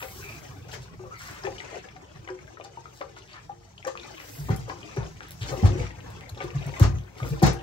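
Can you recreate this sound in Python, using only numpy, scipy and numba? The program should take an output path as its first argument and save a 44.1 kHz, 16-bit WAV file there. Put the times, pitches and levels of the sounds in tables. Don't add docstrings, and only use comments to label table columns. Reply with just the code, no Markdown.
import sys
import numpy as np
from scipy import signal
from scipy.fft import rfft, irfft, next_fast_len
from scipy.io import wavfile
from numba import njit

SR = 44100
rng = np.random.default_rng(int(sys.argv[2]) if len(sys.argv) > 2 else 0)


def wrap_up_sound(samples):
    columns = np.atleast_2d(samples).T
    tamed = np.clip(columns, -1, 1)
    steps = np.round(tamed * 32767).astype(np.int16)
    wavfile.write(sys.argv[1], SR, steps)


N = 336042
TIME = np.arange(N) / SR
RING_TIME = TIME[:SR * 3 // 4]

# t/s, level/dB
DRAUGHT_LEVELS = [(0, -47.5), (.7, -47.5), (1.4, -50), (2.2, -53), (3.1, -54), (3.7, -56), (4.4, -52),
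                  (6, -47), (6.7, -48), (7.1, -51), (7.62, -49)]
# t/s, level/dB
CRACKLE_LEVELS = [(0, -77), (3.8, -78), (5.3, -65), (6.7, -64), (7.62, -66)]
# t/s, level/dB
EMBER_TICKS = [(1.311, -24), (3.87, -33), (4.563, -21.5), (5.285, -30), (5.308, -22.5), (5.319, -23),
               (5.524, -31), (5.558, -40), (5.661, -31), (5.807, -41), (6.103, -30), (6.294, -34),
               (6.44, -27.5), (6.665, -27), (6.797, -18), (7.29, -28), (7.424, -19.5), (7.533, -24)]
# t/s, rubbing level/dB, gritty scraping level/dB
BARK_LEVELS = [(0.0, -57, -73), (0.19, -47.5, -54.5), (0.42, -48, -61), (0.83, -51.5, -72.5),
               (1.21, -57, -67.5), (1.38, -47.5, -58), (1.66, -44.5, -60), (2.01, -51, -69.5),
               (3.2, -54, -66.5), (3.82, -60.5, -70.5), (4.05, -45.5, -59.5), (4.35, -47.5, -59.5),
               (4.86, -47, -60), (5.26, -53.5, -66), (5.39, -55, -64.5), (5.47, -39.5, -51),
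               (5.67, -38.5, -55.5), (6.07, -49, -66), (6.79, -39.5, -58.5), (7.0, -78, -79),
               (7.24, -38.5, -58), (7.34, -45, -61), (7.62, -41, -68)]
# fastest t/s, level/dB, speeding up/s, slowing down/s
SLEEVE_SWISHES = [(.06, -39, 0.44, 0.28), (1.29, -52, 0.13, 0.17), (2.98, -56, 0.071, 0.039),
                  (4.37, -40, 0.15, 0.14), (5.56, -49, 0.17, 0.1), (6.75, -57, 0.23, 0.36),
                  (7.27, -44, 0.034, 0.082)]
# t/s, level/dB, length/s, f/Hz
SCRAPE_STROKES = [(0, -36.5, 0.043, 1620), (.22, -52.5, 0.21, 1140), (.68, -63, 0.11, 12000),
                  (.71, -41.5, 0.021, 3580), (.813, -49, 0.037, 5140), (1.19, -46, 0.26, 1430),
                  (1.178, -49.5, 0.14, 5370), (1.172, -57, 0.22, 12500), (1.424, -36, 0.032, 950),
                  (1.601, -49.5, 0.14, 1640), (1.762, -48, 0.052, 2050), (2.635, -44.5, 0.018, 5140),
                  (2.937, -55, 0.079, 5100), (3.16, -41, 0.02, 1080), (3.16, -52, 0.043, 3800),
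                  (3.277, -52, 0.074, 2280), (3.331, -45.5, 0.064, 1400), (4.16, -49.5, 0.12, 1820),
                  (4.995, -39.5, 0.058, 810), (5.211, -53.5, 0.13, 1930), (5.405, -39.5, 0.037, 3150),
                  (5.409, -41, 0.03, 1510), (5.405, -52, 0.043, 7500), (5.5, -55, 0.059, 12500),
                  (5.585, -62, 0.057, 12000), (5.652, -36.5, 0.032, 4200), (5.635, -38, 0.07, 740),
                  (5.8, -48.5, 0.097, 2000), (6.042, -48.5, 0.1, 820), (6.407, -46, 0.039, 3200),
                  (6.57, -53, 0.12, 2110), (6.815, -32.5, 0.055, 800), (7.173, -41.5, 0.016, 3170),
                  (7.172, -59, 0.07, 9000), (7.25, -50.5, 0.089, 5300), (7.391, -41.5, 0.014, 4000),
                  (7.43, -26, 0.05, 750)]
# t/s, level/dB, length/s, f/Hz
SQUEAK_STROKES = [(.2, -48.5, .2, 2440), (.45, -56, 0.048, 3040), (1.04, -46.5, 0.053, 550),
                  (1.05, -46.5, 0.032, 1150), (1.105, -42.5, 0.039, 1270), (1.136, -47, 0.057, 2120),
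                  (1.145, -54, 0.047, 4350), (3.97, -49, 0.09, 2460), (4.165, -52, 0.034, 2600),
                  (4.8, -56.5, 0.27, 2470), (6.935, -54, 0.06, 6300)]
# t/s, level/dB, swell time/s, treble roll-off f/Hz
COAL_CRUNCHES = [(.01, -35.5, 0.013, 2200), (.675, -47, 0.012, 3520), (0.708, -41, 0.027, 6950),
                 (1.435, -45, 0.018, 4500), (3.865, -36, 0.0078, 4900), (4.495, -34.5, 0.011, 900),
                 (4.689, -38.5, 0.0045, 1990), (4.96, -38, 0.0046, 1760), (5.627, -39, 0.025, 3180),
                 (6.796, -30.5, 0.0036, 6000), (6.792, -33.5, 0.035, 4900), (7.418, -24.5, 0.015, 5040),
                 (7.447, -27.5, 0.019, 5700)]
# t/s, level/dB, f/Hz
SPLINTER_SNAPS = [(0.026, -21.5, 2500), (0.083, -28, 2170), (0.512, -33, 1114), (0.561, -43, 3570),
                  (0.688, -40, 2260), (.715, -27, 2980), (0.738, -24, 3160), (1.436, -29, 5200),
                  (1.451, -18, 1780), (1.467, -21, 2370), (1.582, -22, 3000), (1.597, -28, 3850),
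                  (1.602, -19, 1995), (1.887, -28, 2280), (2.16, -35, 1820), (2.276, -21.5, 2080),
                  (2.292, -26, 1670), (2.303, -35, 5430), (2.389, -35, 2150), (2.477, -32.5, 1580),
                  (2.571, -27.5, 1310), (2.61, -29, 2450), (2.649, -35.5, 4700), (3.011, -27.5, 2190),
                  (3.023, -31.5, 4530), (3.164, -31, 2600), (3.221, -34, 2900), (3.332, -33, 4500),
                  (3.779, -25.5, 3050), (3.827, -28.5, 2230), (3.849, -23, 6000), (3.85, -19.5, 1600),
                  (3.997, -22.5, 3500), (4.033, -29, 3880), (4.18, -25, 2600), (4.2, -25, 2020),
                  (4.651, -38, 2050), (4.697, -16.5, 1640), (4.83, -29, 2920), (4.876, -31, 2440),
                  (4.971, -22, 1740), (5.03, -30, 3270), (5.28, -36, 3540), (5.408, -31, 4150),
                  (5.866, -23, 2330), (5.906, -25.5, 1850), (6.005, -32, 2680), (6.279, -33, 1870),
                  (6.293, -31, 4020), (6.297, -31, 6650), (6.375, -30, 3820), (6.404, -19.5, 2260),
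                  (6.425, -26, 2170), (6.504, -27, 2350), (6.585, -35, 3950), (6.625, -25, 2490),
                  (6.719, -34, 3340), (6.739, -22.5, 2140), (6.943, -32, 1650), (7.23, -21, 2250),
                  (7.252, -43, 2950)]
# t/s, level/dB, f/Hz, t60/s, chatter against the blow/dB,
# sheet-metal level/dB, rebound delay/s, rebound against the blow/dB
KNOCK_HITS = [(0.027, -38.5, 522, 0.13, -9, -43, .01, -20), (.239, -41, 401, .15, -7, -65, .015, -14),
              (.993, -37.5, 369.5, 0.26, -18, -44, .044, -9), (1.444, -28, 381, 0.25, -16, -45, .026, 11.5),
              (1.475, -23, 534, 0.094, -8, -52, .003, -12), (1.484, -21, 372, 0.068, -15, -58, .01, -20),
              (1.958, -43.5, 754, 0.11, 5, -67, .006, 1.5), (2.274, -36, 765, 0.051, -7, -44.5, .013, 14),
              (2.29, -30.5, 970, 0.035, -13, -67, .0085, -10), (2.299, -30, 365, .21, -15, -66, .008, -23),
              (2.302, -37.5, 515, 0.15, -18, -68, .009, -18), (2.598, -37.5, 567, 0.11, 3.5, -46, .012, -7),
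              (2.645, -38.5, 780, 0.1, 0, -58, .01, -8), (2.772, -24, 915, 0.04, -16, -48.5, .013, -29),
              (2.856, -28.5, 1295, 0.022, -11, -77, .008, -24),
              (3.007, -27.5, 550, 0.13, -8, -38, .0058, 12), (3.019, -30, 1334, .04, -14, -49, .008, -12),
              (3.494, -27, 800, 0.053, -22, -45.5, .01, -30), (3.846, -33, 803, .056, -5, -44.5, .011, 3),
              (3.865, -24.5, 528, 0.15, -7.5, -35.5, .012, 9),
              (3.952, -21.5, 1170, 0.022, -10, -64, .022, -3), (4.486, -34, 373, 0.055, 10, -32, .004, 0),
              (4.676, -29, 487, 0.076, -10, -38.5, .022, 8.5),
              (4.697, -34, 776, 0.077, -17, -52, .008, -13), (4.967, -25, 397, 0.12, -2, -36.5, .004, -15),
              (5.206, -26.5, 1470, 0.017, -7, -49.5, .0105, -21), (5.52, -44, 520, .12, -6.5, -36, .017, 9),
              (5.632, -25.5, 744, .08, -9, -36.5, .01, -1), (6.373, -37.5, 720, 0.026, -8, -38, .032, 13),
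              (6.404, -30, 744, 0.038, -5, -38, .009, 5), (6.441, -26.5, 356, 0.1, -19, -47, .02, -27),
              (6.797, -24.5, 307, .09, 5, -29, .031, -5), (7.201, -22, 1210, 0.021, -16, -48.5, .025, -10),
              (7.227, -42.5, 596, 0.05, -9, -39, .02, 16), (7.32, -35, 447, 0.17, -10, -68, .0076, -15),
              (7.419, -15, 340, 0.081, 0, -27.5, .006, 3), (7.433, -14, 727, 0.038, -1, -31.5, .016, -9),
              (7.464, -20, 850, .043, -5, -27.5, .012, 2)]
# t/s, level/dB, f/Hz, swell time/s, boom against shudder/dB
STICK_SHOVES = [(4.378, -28.5, 143.3, 0.027, -11), (4.451, -29.5, 112, 0.0073, -12),
                (4.497, -11, 124, 0.0088, -21.5), (4.525, -18.5, 120, 0.0064, -25),
                (4.582, -30.5, 137, .014, -24), (4.628, -32, 115, 0.028, -14),
                (4.976, -18, 130, 0.011, -19.5), (5.408, -24.5, 109.5, .014, -12.5),
                (5.511, -28.5, 129, 0.013, -11), (5.627, -11.5, 130, 0.0028, -29),
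                (5.636, -4.5, 91.3, 0.012, -15), (5.685, -22, 97.7, 0.024, -12),
                (5.778, -25, 130, 0.011, -3.5), (6.314, -28.5, 93.5, 0.012, -29),
                (6.426, -36.5, 145, .02, -6), (6.542, -20.5, 137.4, .021, -13),
                (6.655, -24.5, 139, 0.013, -15), (6.81, -1.5, 108, 0.0086, -17.5),
                (6.845, -10.5, 131, 0.0074, -22), (6.933, -17.5, 86, 0.011, -13.5),
                (7.214, -22, 125, 0.014, -13.5), (7.302, -19.5, 144, 0.019, -15),
                (7.429, -4, 145, 0.0063, -18)]
# t/s, level/dB, length/s, f/Hz
RIM_JUDDERS = [(5.412, -48.5, 0.047, 436), (5.515, -31.5, 0.031, 522), (5.561, -34.5, 0.035, 374),
               (5.645, -30.5, 0.11, 354), (5.675, -43, 0.029, 824), (5.745, -41, 0.089, 355),
               (5.79, -33, .04, 487)]

# f/Hz, level/dB
DRAUGHT_SPECTRUM = [(20, -53), (38, -6), (55, 2), (80, 0), (115, 4.5), (170, -3.5), (260, -23), (500, -43)]
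# f/Hz, level/dB
RAIN_SPECTRUM = [(200, 6), (380, 18), (800, 47), (1800, 33), (3500, -21), (6300, 7), (9000, -31),
                 (16000, -44)]
# f/Hz, level/dB
CRACKLE_SPECTRUM = [(1800, 19), (3000, 31), (6500, -15), (9000, -8), (15500, -15)]
# f/Hz, level/dB
RUB_SPECTRUM = [(200, -0.5), (370, 9), (520, 1.5), (800, 1), (1500, -5), (2400, -5.5), (4000, -22.5)]
# f/Hz, level/dB
GRIT_SPECTRUM = [(1500, -1), (2600, 4.5), (4400, 4.5), (6300, 15.5), (8000, 1), (11000, -40)]
# f/Hz, level/dB
SPLINTER_SPECTRUM = [(900, -10), (1500, 17), (2300, 10), (3200, 11), (4500, 0), (7000, 3)]
# f/Hz, level/dB
SLEEVE_SPECTRUM = [(1500, 1.5), (4000, 10.3), (8000, 11.4), (12000, 15), (16000, 16.8)]
# f/Hz, level/dB
COAL_SPECTRUM = [(250, -6), (400, 8.5), (800, 4), (1700, 4.5), (3500, -7.5), (6300, 6.5), (9000, -5.5),
                 (12000, -22), (16000, 16)]

# multiple of its pitch, level/dB
SPLINTER_MODES = [(1, -1), (1.17, -11), (1.45, -11)]
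# multiple of its pitch, level/dB
STICK_MODES = [(1.001, 6), (1.08, -27), (1.5, -14.5), (2.1, -18.5)]
# f/Hz, level/dB, t60/s
SHEET_MODES = [(302, 8, 0.054), (352, 5, 0.56), (405, 6.5, 0.32), (466.6, 4.5, 0.4), (521, 0, 0.16),
               (544, 12.5, 0.1), (690, 4, 0.029), (768, 4.5, 0.4), (818, 13.5, 0.054), (963, -23, 0.11),
               (1204, 8, 0.15), (1510, -2, 0.12), (1830, -5, 0.12)]
# f/Hz, level/dB, t60/s
FIREBOX_MODES = [(59.8, 8.5, 0.36), (99, 5, 0.33), (128, 6.5, 0.34), (174, -1, 0.26), (243, -11.5, 0.13),
                 (272, -8, 0.17)]
# multiple of the pitch, level/dB, t60/s
HOLLOW_MODES = [(.76, -7.5, 0.036), (1, 0, 0.097), (1.5, -15, .1), (2.3, -22, 0.052)]


def undb(db):
    return 10 ** (np.asarray(db) / 20)


def unit(x):
    return x / np.sqrt(np.mean(x ** 2))


def fade(t60, t=RING_TIME):
    return np.exp(-np.log(1000) * t / t60)


def rise(rise_s):
    return 1 - np.exp(-RING_TIME / rise_s)


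def swell(peak_s, steepness):
    progress = RING_TIME / peak_s
    return (progress * np.exp(1 - progress)) ** steepness


def waver(per_second, depth_db):
    steps = rng.standard_normal(N // 50)
    return undb(depth_db * np.interp(TIME * per_second, np.arange(len(steps)), steps))


def curves(rows):
    times, *columns = np.transpose(rows)
    return [undb(np.interp(TIME, times, db)) for db in columns]


def gain_at(spectrum, hz):
    points, db = np.transpose(spectrum)
    return undb(np.interp(np.log(hz + 1), np.log(points), db))


def noise(spectrum):
    size = next_fast_len(N)
    gains = gain_at(spectrum, np.fft.rfftfreq(size, 1 / SR))
    return unit(irfft(rfft(rng.standard_normal(size)) * gains, size)[:N])


def resonate(x, hz, q):
    return signal.lfilter(*signal.iirpeak(hz, q, fs=SR), x)


def ring(modes, detune=0.0086):
    out = 0
    for hz, db, t60 in modes:
        weight = undb(db + 2 * rng.standard_normal()) * rng.choice([-1, 1])
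        pitch = hz * (1 + detune * rng.standard_normal())
        out = out + weight * np.sin(2 * np.pi * pitch * RING_TIME) * fade(t60)
    return out


def rasp(hz, q, slips_per_s=2400, spread_db=4):
    size = len(RING_TIME)
    strengths = rng.standard_normal(size) * undb(spread_db * rng.standard_normal(size))
    slips = strengths * (rng.random(size) < slips_per_s / SR)
    return unit(resonate(resonate(slips, hz, q), hz, q))


@njit
def grains(starts, pitches, sizes, q, length):
    out = np.zeros(length)
    for k in range(len(starts)):
        decay = np.pi * pitches[k] / (q * SR)
        turn = np.exp(-decay + 2j * np.pi * pitches[k] / SR)
        tone = sizes[k] + 0j
        out[starts[k]] += tone.real / 2
        for i in range(starts[k] + 1, min(starts[k] + int(5 / decay), length)):
            tone *= turn
            out[i] += tone.real
    return out


def patter(spectrum, per_second, spread_db, q):
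    sizes = undb(spread_db * np.minimum(rng.exponential(size=N), 4)) * rng.choice([-1, 1], N)
    starts = np.flatnonzero(rng.random(N) < per_second / SR)
    low_hz, high_hz = spectrum[0][0], spectrum[-1][0]
    hz = low_hz * (high_hz / low_hz) ** rng.random(N)[starts]
    return unit(grains(starts, hz, sizes[starts] * gain_at(spectrum, hz) * hz, float(q), N))


def add(track, s, sound):
    start = int(s * SR)
    track[start:start + len(sound)] += sound[:N - start]


def place(x, right_db, echo_db, t60=0.21, echo_top_hz=6500):
    right = undb(right_db) * np.pad(x, (11, 0))[:N]
    t = TIME[:SR // 5]
    tail = fade(t60, t) * (t > .003)
    tail /= np.sqrt(np.sum(tail ** 2))
    hop = int(.06 * SR)
    window = np.sin(np.pi * np.arange(2 * hop) / (2 * hop))
    echo = np.zeros((2, N))
    for start in range(0, N, hop):
        piece = x[start:start + 2 * hop]
        for side in echo:
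            reflections = tail * rng.standard_normal(len(t))
            add(side, start / SR, signal.fftconvolve(piece * window[:len(piece)], reflections))
    echo = signal.sosfilt(signal.butter(3, [250, echo_top_hz], "band", fs=SR, output="sos"), echo)
    return np.array([x, right]) + undb([[echo_db], [echo_db + right_db]]) * echo


def draught():
    flutter = waver(per_second=11, depth_db=2.6)
    rumble = curves(DRAUGHT_LEVELS)[0] * flutter * noise(DRAUGHT_SPECTRUM)
    return place(rumble, right_db=1, echo_db=8.5)


def rain():
    sides = []
    for db in (-63.5, -67.5):
        drops = patter(RAIN_SPECTRUM, per_second=2000, spread_db=4.5, q=12)
        sides.append(undb(db) * drops * waver(per_second=5, depth_db=1.2))
    return np.array(sides)


def embers(tick_hz=14000, decay_s=0.00054):
    out = curves(CRACKLE_LEVELS)[0] * patter(CRACKLE_SPECTRUM, per_second=45, spread_db=3.5, q=4)
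    for s, db in EMBER_TICKS:
        hiss = unit(resonate(rng.standard_normal(len(RING_TIME)), tick_hz, q=1))
        add(out, s, undb(db) * hiss * np.exp(-RING_TIME / decay_s) / 2)
    return place(out, right_db=-.5, echo_db=-3, t60=.14, echo_top_hz=15000)


def bark(settle_db=-44, settle_s=0.25):
    rub, grit = curves(BARK_LEVELS)
    settling = np.zeros(N)
    for s, db, *_ in STICK_SHOVES:
        add(settling, s, undb(db + settle_db) * np.exp(-RING_TIME / settle_s))
    rubbing = undb(-7.5) * patter(RUB_SPECTRUM, per_second=1500, spread_db=3, q=16.4)
    scraping = undb(1) * patter(GRIT_SPECTRUM, per_second=3000, spread_db=-3, q=6)
    ticks = undb(-14) * patter(SPLINTER_SPECTRUM, per_second=70, spread_db=2.5, q=10)
    grip = waver(per_second=45, depth_db=2.5)
    friction = grip * (np.hypot(rub, settling) * rubbing + grit * scraping)
    splinters = np.sqrt(rub * grit) * ticks
    return place(friction + splinters, right_db=-4.5, echo_db=8, t60=0.049)


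def sleeve():
    speed = np.zeros(N)
    for s, db, rise_s, fall_s in SLEEVE_SWISHES:
        from_peak = np.maximum((s - TIME) / rise_s, (TIME - s) / fall_s)
        speed += undb(db) * np.exp(-from_peak ** 1.4)
    return place(speed * undb(-6) * noise(SLEEVE_SPECTRUM), right_db=0.5, echo_db=-4.5)


def rubs(strokes, q, grip_s=0.009):
    out = np.zeros(N)
    for s, db, length_s, hz in strokes:
        speed = rise(grip_s) * np.clip(1 - (RING_TIME / length_s) ** 3, 0, 1)
        add(out, s, undb(db) * speed * rasp(hz, q))
    return place(out, right_db=-3, echo_db=1)


def crunches():
    out = np.zeros(N)
    fractures = patter(COAL_SPECTRUM, per_second=21000, spread_db=3.5, q=7)
    for s, db, peak_s, bright_hz in COAL_CRUNCHES:
        burst = np.roll(fractures, -int(s * SR))[:len(RING_TIME)]
        softened = signal.lfilter(*signal.butter(1, bright_hz, fs=SR), burst)
        add(out, s, undb(db) * swell(peak_s, steepness=8.6) * unit(softened))
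    return place(out, right_db=-6, echo_db=9)


def snaps(cycles=42, burst_db=-5, burst_s=0.0042):
    out = np.zeros(N)
    for s, db, hz in SPLINTER_SNAPS:
        tone = ring([(hz * k, mode_db, cycles / hz) for k, mode_db in SPLINTER_MODES], detune=0.0061)
        burst = undb(burst_db) * rasp(hz, q=4, slips_per_s=12000) * np.exp(-RING_TIME / burst_s)
        add(out, s, undb(db) * (tone + burst) * rise(0.00028) / 2)
    return place(out, right_db=-7.5, echo_db=-5.5, t60=0.12)


def stick_blow(hz, t60, chatter_db, contact_s=0.0058, chatter_s=0.0041):
    stick = ring([(hz * k, mode_db, t60 / np.sqrt(k)) for k, mode_db in STICK_MODES])
    chatter = rasp(hz, q=1.7) * np.exp(-RING_TIME / chatter_s)
    return stick * rise(contact_s) + undb(chatter_db) * chatter


def sheet_metal():
    rattle = undb(-4.5) * rasp(hz=760, q=1) * fade(t60=0.11)
    tones = undb(-13.5) * ring(SHEET_MODES, detune=0.011)
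    return (tones + rattle) * rise(0.0005)


def knocks(in_fire_s=4.4, rebound_cycles=25):
    outside, inside = np.zeros((2, N))
    for s, db, hz, t60, chatter_db, metal_db, after_s, rebound_db in KNOCK_HITS:
        out = inside if s > in_fire_s else outside
        blow = undb(db) * stick_blow(hz, t60, chatter_db)
        add(out, s, blow + undb(metal_db) * sheet_metal())
        clack_hz = 2.126 * hz
        clack = undb(db + rebound_db) * stick_blow(clack_hz, rebound_cycles / clack_hz, chatter_db)
        add(out, s + after_s, clack + undb(metal_db) * sheet_metal())
    return (place(outside, right_db=-6, echo_db=-5, t60=0.19)
            + place(inside, right_db=-4, echo_db=-4, t60=0.3))


def shoves(boom_lag_s=0.012):
    out = np.zeros(N)
    for s, db, hz, peak_s, boom_db in STICK_SHOVES:
        shudder = swell(peak_s, steepness=2.3) * np.sin(2 * np.pi * hz * RING_TIME)
        build_up = 1 - np.exp(-(RING_TIME / (peak_s + boom_lag_s)) ** 2)
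        boom = undb(boom_db) * ring(FIREBOX_MODES) * build_up
        add(out, s, undb(db) * (shudder + boom))
    return place(out, right_db=-1.5, echo_db=10)


def judders(slips_per_s=74, unevenness=.3, spread_db=2.5):
    out = np.zeros(N)
    for s, db, length_s, hz in RIM_JUDDERS:
        gaps, strengths = rng.standard_normal((2, 16))
        times = np.cumsum(np.exp(unevenness * gaps)) / slips_per_s
        hollow = ring([(hz * k, mode_db, t60) for k, mode_db, t60 in HOLLOW_MODES])
        slide = np.zeros(N)
        for after_s, strength in zip(times - times[0], strengths):
            if after_s < length_s:
                add(slide, s + after_s, undb(spread_db * strength) * hollow)
        slide_rms = np.sqrt(np.sum(slide ** 2) / (length_s * SR))
        out += undb(db) * slide / slide_rms
    return place(out, right_db=-6.5, echo_db=-5.5)


def scene():
    friction = rubs(SCRAPE_STROKES, q=1) + rubs(SQUEAK_STROKES, q=7.5) + judders() + bark() + sleeve()
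    return knocks() + shoves() + crunches() + snaps() + friction + embers() + draught() + rain()


def record(dry, low_cut_hz=41, ceiling=.97, top_hz=15700):
    thinned = signal.sosfilt(signal.butter(4, low_cut_hz, "high", fs=SR, output="sos"), dry)
    rounded = thinned / (1 + (thinned / ceiling) ** 6) ** (1 / 6)
    return signal.sosfilt(signal.ellip(10, .2, 80, top_hz, fs=SR, output="sos"), rounded)


dry = scene()
out = record(dry)
wrap_up_sound(out)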